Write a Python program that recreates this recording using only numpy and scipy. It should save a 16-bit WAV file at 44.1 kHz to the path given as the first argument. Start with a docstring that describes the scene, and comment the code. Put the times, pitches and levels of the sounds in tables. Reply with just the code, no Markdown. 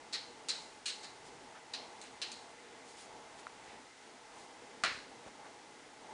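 """A puppy's claws tap and scrape a mirrored sliding door in a small tiled room, then a paw knocks it hard.
Each contact is a landing and small slips that ring modelled glass and scatter off the walls; a heavy paw
rings the panel too. The door shifts and bounces in its track, and one dry tick sounds close by.
Fur and cloth rustle as grainy noise swells over house air drone and the hiss of a small microphone."""
import sys
import numpy as np
from scipy import signal
from scipy.fft import rfft, irfft
from scipy.io import wavfile
from scipy.ndimage import uniform_filter1d

SR = 44100
rng = np.random.default_rng(int(sys.argv[2]) if len(sys.argv) > 2 else 0)


def digitize_waveform(pressure):
    """Quantize a signal to 16-bit integers and store it at the path in sys.argv[1].

    Rows of a 2-D input are taken as channels; values are limited to [-1, 1].
    """
    field = np.atleast_2d(pressure).T
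    bounded = np.clip(field, -1, 1)
    quanta = np.round(bounded * 32767).astype(np.int16)
    wavfile.write(sys.argv[1], SR, quanta)


N = 270728  # samples in the scene


def undb(db):
    """Amplitude factor for a level in dB."""
    return 10 ** (np.asarray(db) / 20)


def level(x, db):
    """Scale by x's own RMS, so a steady sound sits at db."""
    return x * undb(db) / np.sqrt(np.mean(x ** 2))


def resonate(x, modes):
    """Sum of two-pole resonances of alternating sign, each with its gain at the centre."""
    out = 0
    for k, (pitch_hz, width_hz, gain_db) in enumerate(modes):
        b, a = signal.iirpeak(pitch_hz, pitch_hz / width_hz, SR)
        out = out + (-1) ** k * undb(gain_db) * signal.lfilter(b, a, x)
    return out


def blow(start_s, level_db):
    """One impulse in silence."""
    x = np.zeros(N)
    x[int(start_s * SR)] = undb(level_db)
    return x


def struck(x, modes):
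    """Modes driven by x, scaled so that a single impulse rings with a peak as high as itself."""
    unit_ring = resonate(blow(0, 0)[:SR // 10], modes)
    return resonate(x, modes) / np.abs(unit_ring).max()


def walk(rate_hz):
    """Random levels held for 1 / rate_hz and smoothed twice; spread near 1."""
    hold = int(SR / rate_hz)
    steps = np.repeat(rng.standard_normal(N // hold + 1), hold)
    return 1.6 * uniform_filter1d(uniform_filter1d(steps, hold), hold)[:N]


def air():
    """Shaped noise with duct resonances; the drone below 1.2 kHz wavers, the hiss above hardly does."""
    # broad colour of the air and microphone noise: pitch_hz [Hz], relative density_db [dB per Hz]
    colour = np.array([(12, -45), (20, -19.5), (118, -16.5), (165, -13), (244, -6.5), (468, -4.5),
                       (547, -10.5), (852, -7), (1160, -9.5), (2010, -12), (2540, -14.5), (6500, -18.5),
                       (10100, -24.5), (13200, -107), (22000, -120)])
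    # resonances of the duct: pitch_hz [Hz], width_hz [Hz], lift_db [dB]
    duct = [(115.4, 22, 5.5), (266, 18, 3), (480, 30, 4.5), (643, 128, 4), (854, 144, 8), (2054, 75, 6.5)]
    hz = np.maximum(np.arange(N // 2 + 1) * SR / N, 1)
    db = np.interp(np.log(hz), np.log(colour[:, 0]), colour[:, 1])
    for pitch_hz, width_hz, lift_db in duct:
        db = db + lift_db / (1 + (2 * (hz - pitch_hz) / width_hz) ** 2)
    spectrum = rfft(rng.standard_normal(N)) * undb(db)
    out = 0
    draught = walk(7.2)  # shared by all bands; each adds a waver of its own
    # low_hz, high_hz, waver_db
    for low_hz, high_hz, waver_db in [(0, 150, 1.53), (146.6, 600, 1.24), (601.6, 1200, 1.4), (1224, SR, 0.31)]:
        band = irfft(spectrum * (hz > low_hz) * (hz <= high_hz), N)
        out = out + band * undb(waver_db * (draught + 0.75 * walk(11)))
    return level(out, -54.5)


def rustles():
    """Fur and cloth: grainy noise swells, each in its own band, broader the higher it lies."""
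    # soft rustles: middle_s [s], length_s [s], centre_hz [Hz], level_db [dB]
    swells = [(1.27, 0.086, 3960, -59.5), (1.569, 0.052, 1290, -55), (2.05, 0.12, 2670, -57.5),
              (2.732, 0.64, 1960, -65), (2.9, 0.12, 4800, -59.5), (3.008, 0.17, 4170, -56),
              (3.395, 0.041, 5000, -58), (3.705, 0.25, 2020, -59.5), (4.406, 0.18, 4940, -62),
              (5.275, .06, 620, -53.5), (5.46, 0.053, 1460, -56)]
    even_hz = 3100  # here the width equals the centre
    narrowest_hz, widest_hz = 450, 6000
    t, out = np.arange(N) / SR, 0
    for middle_s, length_s, centre_hz, level_db in swells:
        grain = rng.standard_normal(N) * undb(1.5 * rng.exponential(size=N))  # uneven grain sizes
        swell = np.exp(-2 * ((t - middle_s) / (length_s / 2)) ** 2)
        width_hz = np.clip(centre_hz * (centre_hz / even_hz) ** 2, narrowest_hz, widest_hz)
        out = out + swell * level(resonate(grain, [(centre_hz, width_hz, 0)]), level_db)
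    return out


def tick():
    """A dry tick close to the microphone: a soft contact, so a short rounded push rings a few modes."""
    # the contact: start_s [s], level_db [dB]
    contact = (3.4687, -23)
    # modes of the tick: pitch_hz [Hz], width_hz [Hz], relative gain_db [dB]
    shell = [(1340, 380, 11), (1500, 90, 3), (3900, 900, -3)]
    push_s = .00038
    push = np.hanning(int(push_s * SR))
    return struck(np.convolve(blow(*contact), push / push.sum())[:N], shell)


def door(count=5):
    """A knocked door bounces in its track, sooner and weaker each time; lone nudges ring the same low modes."""
    # low modes of the door: pitch_hz [Hz], width_hz [Hz], relative gain_db [dB]
    low_modes = [(50, 22, -8), (129, 180, -12), (444, 295, -12)]
    # the door shifts in its track: start_s [s], level_db [dB]
    nudges = [(4.775, -54), (5.095, -58), (5.263, -45)]
    first_s, first_db = 4.836, -44.5
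    gap_s, gap_shrink, step_db = .043, .86, -.8  # first gap, factor per bounce, level change per bounce
    k = np.arange(count)
    gaps = gap_s * gap_shrink ** k
    times = first_s + np.cumsum(gaps) - gaps
    jolts = list(zip(times, first_db + step_db * k)) + nudges
    return struck(sum(blow(start_s, level_db) for start_s, level_db in jolts), low_modes)


def glass(parts, size=4096):
    """Causal answer of the pane to one jerk: steep-sided modes whose powers add, so no holes open between."""
    hz = np.arange(1, size // 2 + 2) * SR / size
    power = 0
    for part_db, modes in parts:
        for pitch_hz, width_hz, gain_db in modes:
            detune = (hz / pitch_hz - pitch_hz / hz) * pitch_hz / width_hz
            power = power + undb(part_db + gain_db) ** 2 / (1 + detune ** 2) ** 2
    # folding the cepstrum gives minimum phase: the energy comes as early as it can
    cepstrum = irfft(np.log(power) / 2)
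    cepstrum[1:size // 2] *= 2
    cepstrum[size // 2 + 1:] = 0
    return irfft(np.exp(rfft(cepstrum)))


def room(push):
    """Direct sound, smeared echoes, then a dense tail, new for every contact; top treble fades separately."""
    # first echoes from floor tiles and near walls: delay_s [s], level_db [dB]
    echoes = [(.0042, -5), (.0098, -7), (.0128, -10), (.0235, -11)]
    smear_s, rise_s = 0.0013, .009
    t60_s, treble_t60_s = .43, 1  # time to fall by 60 dB
    tail_db, treble_db = -1, -14.0  # whole tail, and its treble against the rest at the start
    t = np.arange(len(push)) / SR
    noise = rng.standard_normal(len(push))
    early = np.zeros(len(push))
    early[0] = 1  # direct sound
    for delay_s, level_db in echoes:
        echo = noise * np.exp(-np.abs(t - delay_s) / smear_s)
        early += echo * undb(level_db) / np.sqrt(np.sum(echo ** 2))
    low = signal.sosfiltfilt(signal.butter(2, 6500, fs=SR, output="sos"), noise)
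    tail = low * undb(-60 * t / t60_s)
    tail += (noise - low) * undb(treble_db - 60 * t / treble_t60_s)
    tail *= undb(tail_db) / np.sqrt(np.sum(tail ** 2))
    # the diffuse field gathers the energy of all the jerks and forgets their pattern
    gathered = np.sqrt(np.cumsum(push ** 2)) * (1 - np.exp(-(t / rise_s) ** 2))
    return signal.fftconvolve(push, early)[:len(push)] + gathered * tail


def claws(count=28):
    """A claw lands, then slips in small jerks; each rings glass and panel, and the walls scatter the glass."""
    # claw contacts: start_s [s], push_db [dB], weight_db of the paw behind it [dB], middle_db of the middle
    # modes [dB], sharp_db for the sharpness of the nail [dB], scrape_s [s]
    contacts = [(0.127, -9, -21, -15, -10.5, 0.013), (0.134, -6.5, -15.5, -10.5, -36, 0.026),
                (0.4857, -7, -20, -15, -4.5, 0.0075), (0.493, -5.5, -19, -14, -37, 0.017),
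                (0.8576, -9, -23, -4, -4, 0.0088), (0.8692, -7.5, -18, -8, -10.5, 0.035),
                (1.03, -17, -11.5, -14, -10, 0.019), (1.735, -18, -21, -18, -9.5, .003),
                (1.7374, -10.5, -20, -8, -36, 0.006), (2.0152, -24, -24, -8, 2, 0.0012),
                (2.2168, -6.5, -17.5, -5, -13, 0.0077), (2.317, -17, -25, -13, -5.5, 0.0034),
                (4.837, -0.2, -1.5, -10, -14.5, 0.0028)]
    # glass modes from low to high, all: pitch_hz [Hz], width_hz [Hz], relative gain_db [dB]
    boom = [(566, 880, -9), (960, 24, 0.5), (1370, 1200, 2.5)]
    clack = [(2050, 1370, 0.5)]
    clink = [(2950, 1370, 1)]
    ring = [(4144, 650, 2), (4600, 2430, -5.5), (5350, 320, -12.5)]
    edge = [(6800, 1270, 0.49), (8200, 2200, -1.2)]
    # long modes of the panel under a heavy paw: pitch_hz [Hz], width_hz [Hz], relative gain_db [dB]
    panel = [(866, 6.8, -13), (1000, 3.6, 1), (1047, 6, -7), (2100, 24, 8)]
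    panel_db, slip_db = -39, -3.5  # panel before the paw's weight; largest slip against the push
    skid_db_per_s = -450  # the longer a claw skids, the softer it lands
    clack_db, weight_share = 5.5, 0.72  # the clack lies between boom and clink, so it takes from both
    ring_out_s = .7
    out = np.zeros(N)
    chance = rng.random((len(contacts), 2, count))
    for contact, (when, size) in zip(contacts, chance):
        start_s, push_db, weight_db, middle_db, sharp_db, scrape_s = contact
        push = np.zeros(int(ring_out_s * SR))
        slip_at = (max(scrape_s, 0) * when * SR).astype(int)
        np.add.at(push, slip_at, undb(push_db + slip_db) * (2 * size - 1))
        push[0] += undb(push_db + skid_db_per_s * scrape_s)  # landing
        mixed_db = clack_db + weight_share * weight_db + (1 - weight_share) * middle_db
        pane = glass([(0, ring), (weight_db, boom), (mixed_db, clack), (middle_db, clink), (sharp_db, edge)])
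        glass_sound = signal.fftconvolve(room(push), pane)[:len(push)]
        panel_sound = undb(panel_db + weight_db) * struck(push, panel)
        out[int(start_s * SR):][:len(push)] += glass_sound + panel_sound
    return out


def scene():
    """All layers summed into one channel."""
    return (air() + rustles() + tick() + door() + claws())[None]


def record(dry):
    """A steep low-pass cuts the top, over the faint noise of the converter."""
    top_hz, noise_db = 10250, -99  # noise level before its gentle treble roll-off
    cut = signal.sosfilt(signal.ellip(14, .2, 70, top_hz, fs=SR, output="sos"), dry)
    hiss = signal.lfilter([1, .6], 1, rng.standard_normal(dry.shape))
    return cut + undb(noise_db) * hiss


dry = scene()
out = record(dry)
digitize_waveform(out)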